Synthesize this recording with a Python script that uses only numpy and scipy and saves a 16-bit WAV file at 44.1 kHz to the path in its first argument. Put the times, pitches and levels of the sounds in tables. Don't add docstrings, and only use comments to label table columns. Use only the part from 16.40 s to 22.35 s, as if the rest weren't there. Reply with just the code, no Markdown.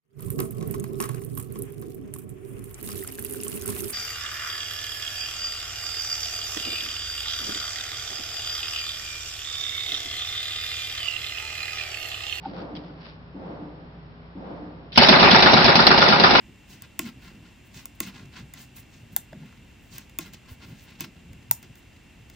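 import sys
import numpy as np
from scipy import signal
from scipy.fft import rfft, irfft, next_fast_len
from scipy.io import wavfile

SR = 44100
rng = np.random.default_rng(int(sys.argv[2]) if len(sys.argv) > 2 else 0)


def pcm_store(signal):
    levels = np.round(np.clip(np.atleast_2d(signal), -1, 1) * 32767)
    wavfile.write(sys.argv[1], SR, levels.astype(np.int16).T)


N = 262395
SIZE = next_fast_len(N + SR // 2, real=True)
FREQS = np.arange(SIZE // 2 + 1) * SR / SIZE
TIME = np.arange(N) / SR
CUTOFF_HZ = 16400


def from_db(db):
    return 10 ** (np.asarray(db) / 20)


def rms_one(x):
    return x / np.sqrt(np.mean(x ** 2) + 1e-20)


def over_hz(points):
    hz, value = np.transpose(points)
    return np.interp(np.log(FREQS + 1), np.log(hz), value)


def colour(x, spectrum):
    cepstrum = irfft(np.log(from_db(over_hz(spectrum))), SIZE)
    cepstrum[0] /= 2
    response = np.exp(rfft(2 * cepstrum[:SIZE // 2], SIZE))
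    return irfft(rfft(x, SIZE) * response, SIZE)[..., :N]


def ring(x, hz, t60):
    r = from_db(-60 / (t60 * SR))
    w = 2 * np.pi * hz / SR
    return signal.lfilter([0, np.sin(w)], [1, -2 * r * np.cos(w), r * r], x + 1e-18)


STROKE_RISE, STROKE_FALL = 0.85, 1.286


def swell(middle, length):
    span = slice(max(0, int((middle - 2 * length) * SR)), int((middle + 3 * length) * SR))
    t = (TIME[span] - middle) / length
    side = np.where(t < 0, STROKE_RISE, STROKE_FALL)
    return span, 2 ** (-2 * (t / side) ** 2)


# (f/Hz, likeness 0-1)
CHANNEL_LIKENESS = [(60, .97), (250, .84), (700, .1), (1300, .82), (2200, .8), (4500, .6), (8500, .55),
                    (12000, .9), (15000, .6)]


def diffuse(pair):
    alike = np.clip(over_hz(CHANNEL_LIKENESS), 0, .99)
    mid, side = rfft(pair, SIZE) * np.sqrt([(1 + alike) / 2, (1 - alike) / 2])
    return irfft([mid + side, mid - side], SIZE)[:, :N]


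# (snap t/s, its tick level/dB, its ring level/dB, lead of the entering tip t/s,
# its rub level/dB, length of the draw t/s, glide level/dB, drag level/dB, shudder level/dB, shudder f/Hz)
STITCHES = [(0.5917, 8.5, -24, .268, -52.5, 0.099, -48.5, -44, -38, 230.3),
            (1.603, 8, -26, 0.23, -49, 0.09, -44.5, -43.5, -44, 194),
            (3.7872, 4.5, -27.5, .235, -49.5, 0.1, -48, -51, -55, 196),
            (4.6068, 0, -32, 0.21, -60.5, 0.047, -42.5, -43.5, -45.5, 197)]
# (t/s, tick of the tips level/dB, ring of the shafts level/dB,
# manner: 0 = slips off sideways, 1 = knocks head on, hollow knock f/Hz)
TAPS = [(0.4213, -9.5, -47, 0.16, 800), (1.343, -26, -47, .1, 799), (1.4556, -3.5, -43, 0.089, 805),
        (2.1375, -8.5, -40, 0.35, 810), (2.7634, 14, -26, 0.81, 788), (2.9297, -33, -34, 1, 693),
        (3.031, -42, -44, 0.87, 880), (3.058, -32, -53, 0.4, 800), (3.1252, -37, -43, 0.77, 1380),
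        (3.313, -41, -46, 0.4, 800), (3.5821, -5, -42, 0.05, 800), (3.696, -23, -52, .1, 800),
        (3.9345, -16, -42, 0.43, 800), (4.931, -22, -46, .3, 800), (5.1116, 18.5, -26.5, 1, 870),
        (5.2284, -17, -42.5, 0.49, 800), (5.355, -22, -46, 0.35, 800), (5.8988, -17.5, -43, 0.29, 810)]


def needle_contacts():
    snaps = [(s, tick_db, ring_db, 0) for s, tick_db, ring_db, *_ in STITCHES]
    return snaps + [tap[:-1] for tap in TAPS]


# (f/Hz, after a slip level/dB, after a knock level/dB,
# under sliding yarn level/dB, time to fall 60 dB t/s)
NEEDLE_MODES = [(678, -13.5, -20, -9, 0.046), (1068, -14.5, -52, -3.5, 0.066),
                (1405, -16.5, -22.5, 4, 0.055), (1652, -10.5, -5, -2, 0.011), (2077, -3, -8, 3.5, 0.018),
                (2220, -1.5, -17, -7, .013), (2563, -5, -40, 1, 0.018), (2735, -7.5, -40, -7, 0.032),
                (3070, -12.5, -24, -2.5, 0.017), (3505, -7.5, -10.5, -4, 0.018), (3955, -19, -28, -5, .014),
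                (4455, -15, -17, -5, 0.013), (5120, -11, -7, -4.5, 0.018), (5720, -22, -20, -3.5, 0.012),
                (6430, -5.5, -13, 1, 0.017), (7140, -10.5, -8, -4, 0.017), (7990, -8, -30, -3, 0.012)]
# (f/Hz, level/dB)
SLIP_TICK = [(200, -34), (700, -22), (2000, -20), (4000, -19), (6000, -16), (7300, -13), (9000, -14),
             (11000, -10), (12500, -7), (14000, 0), (15200, -2), (16500, -17)]
# (f/Hz, level/dB)
HEAD_ON_TICK = [(200, -44), (550, -36), (900, -26), (1250, -36), (2000, -26), (2600, -35), (3400, -23),
                (4000, -27), (5000, -18), (7300, -15), (9000, -14), (11000, -8.5), (12500, -5), (14000, 1),
                (15200, -5), (16500, -24)]
HARD_TICK_DB, CUSHION_HZ, CUSHION_DB_PER_OCTAVE = 27, 1740, 10


def contacts(chatter_t60, chatter_db, mode_spread_db):
    t = TIME[:SR // 40]
    mode_hz, slip_db, knock_db, _, t60 = np.transpose(NEEDLE_MODES)
    tips, shafts = np.zeros((2, N)), np.zeros((len(mode_hz), N))
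    for s, tip_db, shaft_db, manner in needle_contacts():
        at = round(s * SR)
        touch = rng.standard_normal(len(t)) * from_db(-60 * t / chatter_t60)
        touch *= from_db(chatter_db) / np.linalg.norm(touch)
        touch[0] = 1
        tips[int(manner > .5), at:at + len(t)] += from_db(tip_db) * touch[:N - at]
        mode_db = slip_db + np.clip(manner, 0, 1) * (knock_db - slip_db)
        cushion = np.clip(1 - (tip_db - shaft_db) / HARD_TICK_DB, 0, 1)
        octaves_above = np.maximum(np.log2(mode_hz / CUSHION_HZ), 0)
        mode_db -= cushion * CUSHION_DB_PER_OCTAVE * octaves_above
        place_db = mode_spread_db * rng.standard_normal(len(mode_hz))
        shafts[:, at] += from_db(shaft_db + mode_db + place_db)
    ticks = colour(tips[0], SLIP_TICK) + colour(tips[1], HEAD_ON_TICK)
    rings = sum((-1) ** k * ring(shafts[k], hz, t60[k]) for k, hz in enumerate(mode_hz))
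    return ticks + rings


KNOCK_DB, KNOCK_T60_S = -1, 0.024


def knocks():
    out, t = np.zeros(N), TIME[:SR // 20]
    for s, _, shaft_db, manner, hz in TAPS:
        at = round(s * SR)
        knock = np.sin(2 * np.pi * hz * t) * from_db(-60 * t / KNOCK_T60_S)
        out[at:at + len(t)] -= manner ** 2 * from_db(shaft_db + KNOCK_DB) * knock[:N - at]
    return out


BENDING_DELAY_S = .0028


def dispersed(x):
    delay_s = BENDING_DELAY_S * np.sqrt(1000 / np.clip(FREQS, 600, CUTOFF_HZ))
    phase = 2 * np.pi * np.cumsum(delay_s - delay_s[-1]) * SR / SIZE
    return irfft(rfft(x, SIZE) * np.exp(-1j * phase), SIZE)[:N]


THUMP_DELAY_S = 0.00503
# (f/Hz, against the snap's ring level/dB, time to fall 60 dB t/s)
THUMP_MODES = [(300.4, -7.5, 0.13), (331, -13, 0.15)]


def thumps():
    jolts = np.zeros(N)
    for s, _, ring_db, *_ in STITCHES:
        jolts[round((s + THUMP_DELAY_S) * SR)] = from_db(ring_db)
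    return sum(from_db(db) * ring(jolts, hz, t60) for hz, db, t60 in THUMP_MODES)


DRAW_PHASES = [(0.28, 0.3, 0.96, -0.08), (.79, .28, 0.36, -0.37)]
# (middle t/s, length t/s, level/dB,
# brightness: 0 = coarse drag, 1 = light glide, sweep in octaves)
RUBS = [(.435, 0.028, -53.5, .3, -0.52), (0.86, 0.059, -52.5, 0, -0.53), (1.065, 0.047, -59.5, 0, -0.16),
        (1.769, 0.051, -49, 0.088, -.2), (1.935, 0.021, -53, 0.21, -0.16), (1.982, 0.036, -46, 0.12, -0.07),
        (2.187, 0.056, -52, 0.75, 0.9), (2.378, 0.031, -55.5, 0.57, 0.075), (2.554, 0.058, -61, 1, -0.1),
        (3.046, 0.09, -60.5, 0.0, 0.036), (3.621, 0.036, -61.5, 1, -.3), (3.94, 0.013, -47.5, 0.99, -0.36),
        (4.097, .036, -54, 0, 0.49), (4.228, 0.032, -51.5, 0.1, -0.044), (4.297, 0.059, -58, 0.49, 0.1),
        (4.496, 0.049, -54, 0.3, -0.4), (4.6, 0.014, -50, 0.65, 0.54), (5.238, 0.02, -54, 0.79, -0.45),
        (5.94, 0.012, -59, 1, 0)]
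ENTRY_LENGTH_S, ENTRY_BRIGHTNESS, ENTRY_SWEEP_OCTAVES = 0.05, 1, -.6


def yarn_strokes():
    strokes = []
    for s, _, _, lead_s, entry_db, draw_s, glide_db, drag_db, *_ in STITCHES:
        strokes.append((s - lead_s, ENTRY_LENGTH_S, entry_db, ENTRY_BRIGHTNESS, ENTRY_SWEEP_OCTAVES))
        for (middle, length, bright, sweep), db in zip(DRAW_PHASES, (glide_db, drag_db)):
            strokes.append((s + middle * draw_s, length * draw_s, db, bright, sweep))
    return strokes + RUBS


FIDGETS_PER_S, FIDGET_LENGTH_S, FIDGET_DB = 4.4, 0.005, -59.5


def fidgets():
    gaps, brightness = rng.random((2, 60))
    times = np.cumsum(2 * gaps / FIDGETS_PER_S)
    return [(s, FIDGET_LENGTH_S, FIDGET_DB, bright, 0)
            for s, bright in zip(times, brightness) if s < TIME[-1]]


def fibres(per_s, size_spread_db, clump_db):
    sizes = from_db(size_spread_db * np.minimum(rng.exponential(1, (2, N)), 4))
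    grip = np.interp(TIME * 110, np.arange(700), rng.standard_normal(700))
    happens = rng.random((2, N)) < per_s / SR
    return from_db(clump_db * grip) * sizes * rng.standard_normal((2, N)) * happens


SCRATCH_Q, MODE_BEND = 35, .17
SCRATCH_SPREAD_OCTAVES = 1.04


def sliding_ring(x, hz):
    turn = np.exp(2j * np.pi * np.cumsum(hz) / SR)
    r = np.exp(-np.pi * np.mean(hz) / SCRATCH_Q / SR)
    smooth = signal.lfilter([1 - r], [1, -r], x * turn.conj())
    return rms_one((turn * smooth).real)


def scratch(slips, centre_hz, octaves):
    mode_hz, _, _, slide_db, _ = np.transpose(NEEDLE_MODES)
    distance = np.log2(mode_hz / centre_hz)[:, None] - octaves
    gains = from_db(slide_db)[:, None] / (1 + (distance / SCRATCH_SPREAD_OCTAVES) ** 4)
    gains /= np.linalg.norm(gains, axis=0)
    bend = 2 ** (MODE_BEND * octaves)
    return sum(gain * sliding_ring(slips, hz * bend) for gain, hz in zip(gains, mode_hz))


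# (f/Hz, per Hz level/dB)
RASP = [(200, -1), (450, -11.5), (700, 1.5), (1100, 4.5), (1250, -5), (1500, 3), (2200, 1), (3200, 1),
        (4500, 1.5), (6200, -5.5), (9000, -13.5), (16000, -57)]
# (f/Hz, per Hz level/dB)
HISS = [(1000, -20), (4000, -8), (7000, -2), (9500, -4), (12000, -2), (14000, 2), (15600, 2), (16300, -18)]
SCRATCH_HZ, SCRATCH_RISE_OCTAVES = 1640, 1.69
SCRATCH_DB, SCRATCH_RISE_DB = -3, 9
HISS_DB, HISS_RISE_DB = -18, 13.5


def slides():
    slips = rms_one(colour(fibres(per_s=6000, size_spread_db=1.2, clump_db=2.1), RASP))
    out, hiss_power = np.zeros((2, N)), np.zeros(N)
    for middle, length, rasp_db, brightness, sweep in yarn_strokes() + fidgets():
        hiss_db = rasp_db + HISS_DB + HISS_RISE_DB * brightness
        scratch_hz = SCRATCH_HZ * 2 ** (SCRATCH_RISE_OCTAVES * np.clip(brightness, 0, 1))
        span, stroke = swell(middle, length)
        octaves = sweep * (TIME[span] - middle) / length
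        singing = scratch(slips[:, span], scratch_hz, octaves)
        singing_gain = from_db(SCRATCH_DB + SCRATCH_RISE_DB * brightness)
        rasp = rms_one(slips[:, span]) + singing_gain * singing
        out[:, span] += from_db(rasp_db) * stroke * rms_one(rasp)
        hiss_power[span] += (from_db(hiss_db) * stroke) ** 2
    hiss = rms_one(colour(fibres(per_s=17000, size_spread_db=1, clump_db=2.5), HISS))
    return diffuse(out + np.sqrt(hiss_power) * hiss)


# (middle t/s, length t/s, level/dB)
SKATES = [(.305, .025, -58), (.85, .06, -61), (1.265, .02, -62), (1.555, .008, -58), (2.21, .04, -52.5),
          (2.38, .028, -46), (2.735, .025, -58), (3.45, .05, -65), (3.55, .04, -54), (4.112, .03, -53),
          (4.28, .08, -62), (4.43, .025, -56), (5.38, .02, -60)]
# (f/Hz, per Hz level/dB)
SKATE_COLOUR = [(1000, -30), (4000, -14), (7000, -8), (9500, -6), (12000, -2), (14000, 2), (15600, 1),
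                (16300, -18)]
DRAG_HISS_MIDDLE, DRAG_HISS_LENGTH, DRAG_HISS_DB = .78, .26, -8.5


def skating():
    drags = [(s + DRAG_HISS_MIDDLE * draw_s, DRAG_HISS_LENGTH * draw_s, drag_db + DRAG_HISS_DB)
             for s, _, _, _, _, draw_s, _, drag_db, *_ in STITCHES]
    power = np.zeros(N)
    for middle, length, db in SKATES + drags:
        span, stroke = swell(middle, length)
        power[span] += (from_db(db) * stroke) ** 2
    grains = rms_one(colour(fibres(per_s=9000, size_spread_db=1, clump_db=1.8), SKATE_COLOUR))
    return diffuse(np.sqrt(power) * grains)


# (middle t/s,
# length t/s, level/dB, f/Hz, relative width)
GRIP_BUMPS = [(0.09, 0.039, -52.5, 169, 0.36), (0.775, 0.029, -48, 190, .4), (0.96, 0.12, -51, 137, 0.74),
              (1.84, 0.051, -47, 140, 0.49), (2.027, 0.043, -45, 107, 0.66), (2.627, 0.043, -47, 109, 0.4),
              (2.73, 0.048, -49, 151, 0.46), (2.93, 0.004, -42, 500, 0.35), (2.954, 0.03, -42.5, 186, 0.34),
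              (3.027, 0.04, -42, 172, 0.25), (3.2, .04, -51.5, 140, 0.37), (4.12, 0.012, -38.5, 60, 0.51),
              (4.3, .051, -44, 132, 0.55), (4.67, 0.031, -48, 216, 0.36), (4.78, 0.029, -52, 160, 0.34),
              (4.915, 0.085, -46.5, 113, 0.58), (5.11, 0.034, -43.5, 109.4, 0.1),
              (5.302, 0.014, -43.5, 122, 0.36)]
SHUDDER_MIDDLE, SHUDDER_LENGTH, SHUDDER_WIDTH = .6, .5, 0.069
SHAKE_DB, SHAKE_HZ, SHAKE_WIDTH = 0, 161, 0.55


def pushes():
    shudders = [(s + SHUDDER_MIDDLE * draw_s, SHUDDER_LENGTH * draw_s, db, hz, SHUDDER_WIDTH)
                for s, *_, draw_s, _, _, db, hz in STITCHES]
    shakes = [(s, length, db + SHAKE_DB, SHAKE_HZ, SHAKE_WIDTH)
              for s, length, db, *_ in yarn_strokes()]
    return shudders + shakes + GRIP_BUMPS


def bumps():
    out = np.zeros(N)
    for middle, length, db, hz, width in pushes():
        span, stroke = swell(middle, length)
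        band = [hz / (1 + width), hz * (1 + width)]
        body = signal.butter(2, band, "band", fs=SR, output="sos")
        push = stroke * signal.sosfilt(body, rng.standard_normal(SR))[-len(stroke):]
        out[span] += from_db(db) * push * np.linalg.norm(stroke) / np.linalg.norm(push)
    return out


# (f/Hz, level/dB)
ROOM_COLOUR = [(300, -2), (600, -2), (1000, -3), (3000, -1), (7500, -1), (10000, -1), (12500, -6),
               (14000, -10.5), (16000, -11)]
ROOM_T60_S, ROOM_DB = 0.17, -10


def room(x, build_s):
    t = TIME[:SR // 2]
    tail = rng.standard_normal((2, len(t))) * from_db(-60 * t / ROOM_T60_S) * (1 - np.exp(-t / build_s))
    tail /= np.linalg.norm(tail, axis=1, keepdims=True)
    coloured = colour(x, ROOM_COLOUR)
    return from_db(ROOM_DB) * diffuse(signal.fftconvolve(coloured[None], tail, axes=1)[:, :N])


# (f/Hz, per Hz level/dB)
AIR_COLOUR = [(20, -28), (50, 1.5), (112, 0), (160, -4.5), (235, -3.5), (320, -9.5), (450, -17), (900, -19),
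              (1250, -24), (2100, -18), (2550, -18.5), (2720, -16), (2950, -19.5), (4300, -28.5),
              (6900, -31), (7250, -25), (7600, -31), (10000, -34), (13000, -35), (14800, -30), (16000, -48)]
AIR_DB = -51.5
# (f/Hz, rms level/dB)
WHINE = [(2717, -68), (7217, -86.5)]


def air():
    noise = rms_one(diffuse(colour(rng.standard_normal((2, N)), AIR_COLOUR)))
    whine = sum(from_db(db) * np.sqrt(2) * np.sin(2 * np.pi * hz * TIME) for hz, db in WHINE)
    return from_db(AIR_DB) * noise + whine


TABLE_ECHO_S, TABLE_ECHO_DB = 0.002, -12


def scene():
    taps = contacts(chatter_t60=.010, chatter_db=1.5, mode_spread_db=1.5)
    clicks = dispersed(taps + knocks())
    echo = from_db(TABLE_ECHO_DB) * np.interp(TIME - TABLE_ECHO_S, TIME, clicks, left=0)
    handling = slides() + skating() + thumps() + bumps()
    tail = room(clicks + handling[0], build_s=.003)
    return clicks + echo + handling + tail + air()


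# (f/Hz, phase/rad)
CHANNEL_PHASE = [(5000, 0), (7000, .9), (9200, 2), (10500, 2.95), (13200, 3.25), (14200, 3.95),
                 (15200, 4.35), (16000, 4.3)]


def record(dry):
    turn = over_hz(CHANNEL_PHASE) / 2
    turned = irfft(rfft(dry, SIZE) * np.exp(1j * np.array([-turn, turn])), SIZE)[:, :N]
    limited = .85 * np.tanh(turned / .85)
    top_cut = signal.ellip(10, .1, 80, CUTOFF_HZ, fs=SR, output="sos")
    return signal.sosfilt(top_cut, limited)


dry = scene()
out = record(dry)
pcm_store(out)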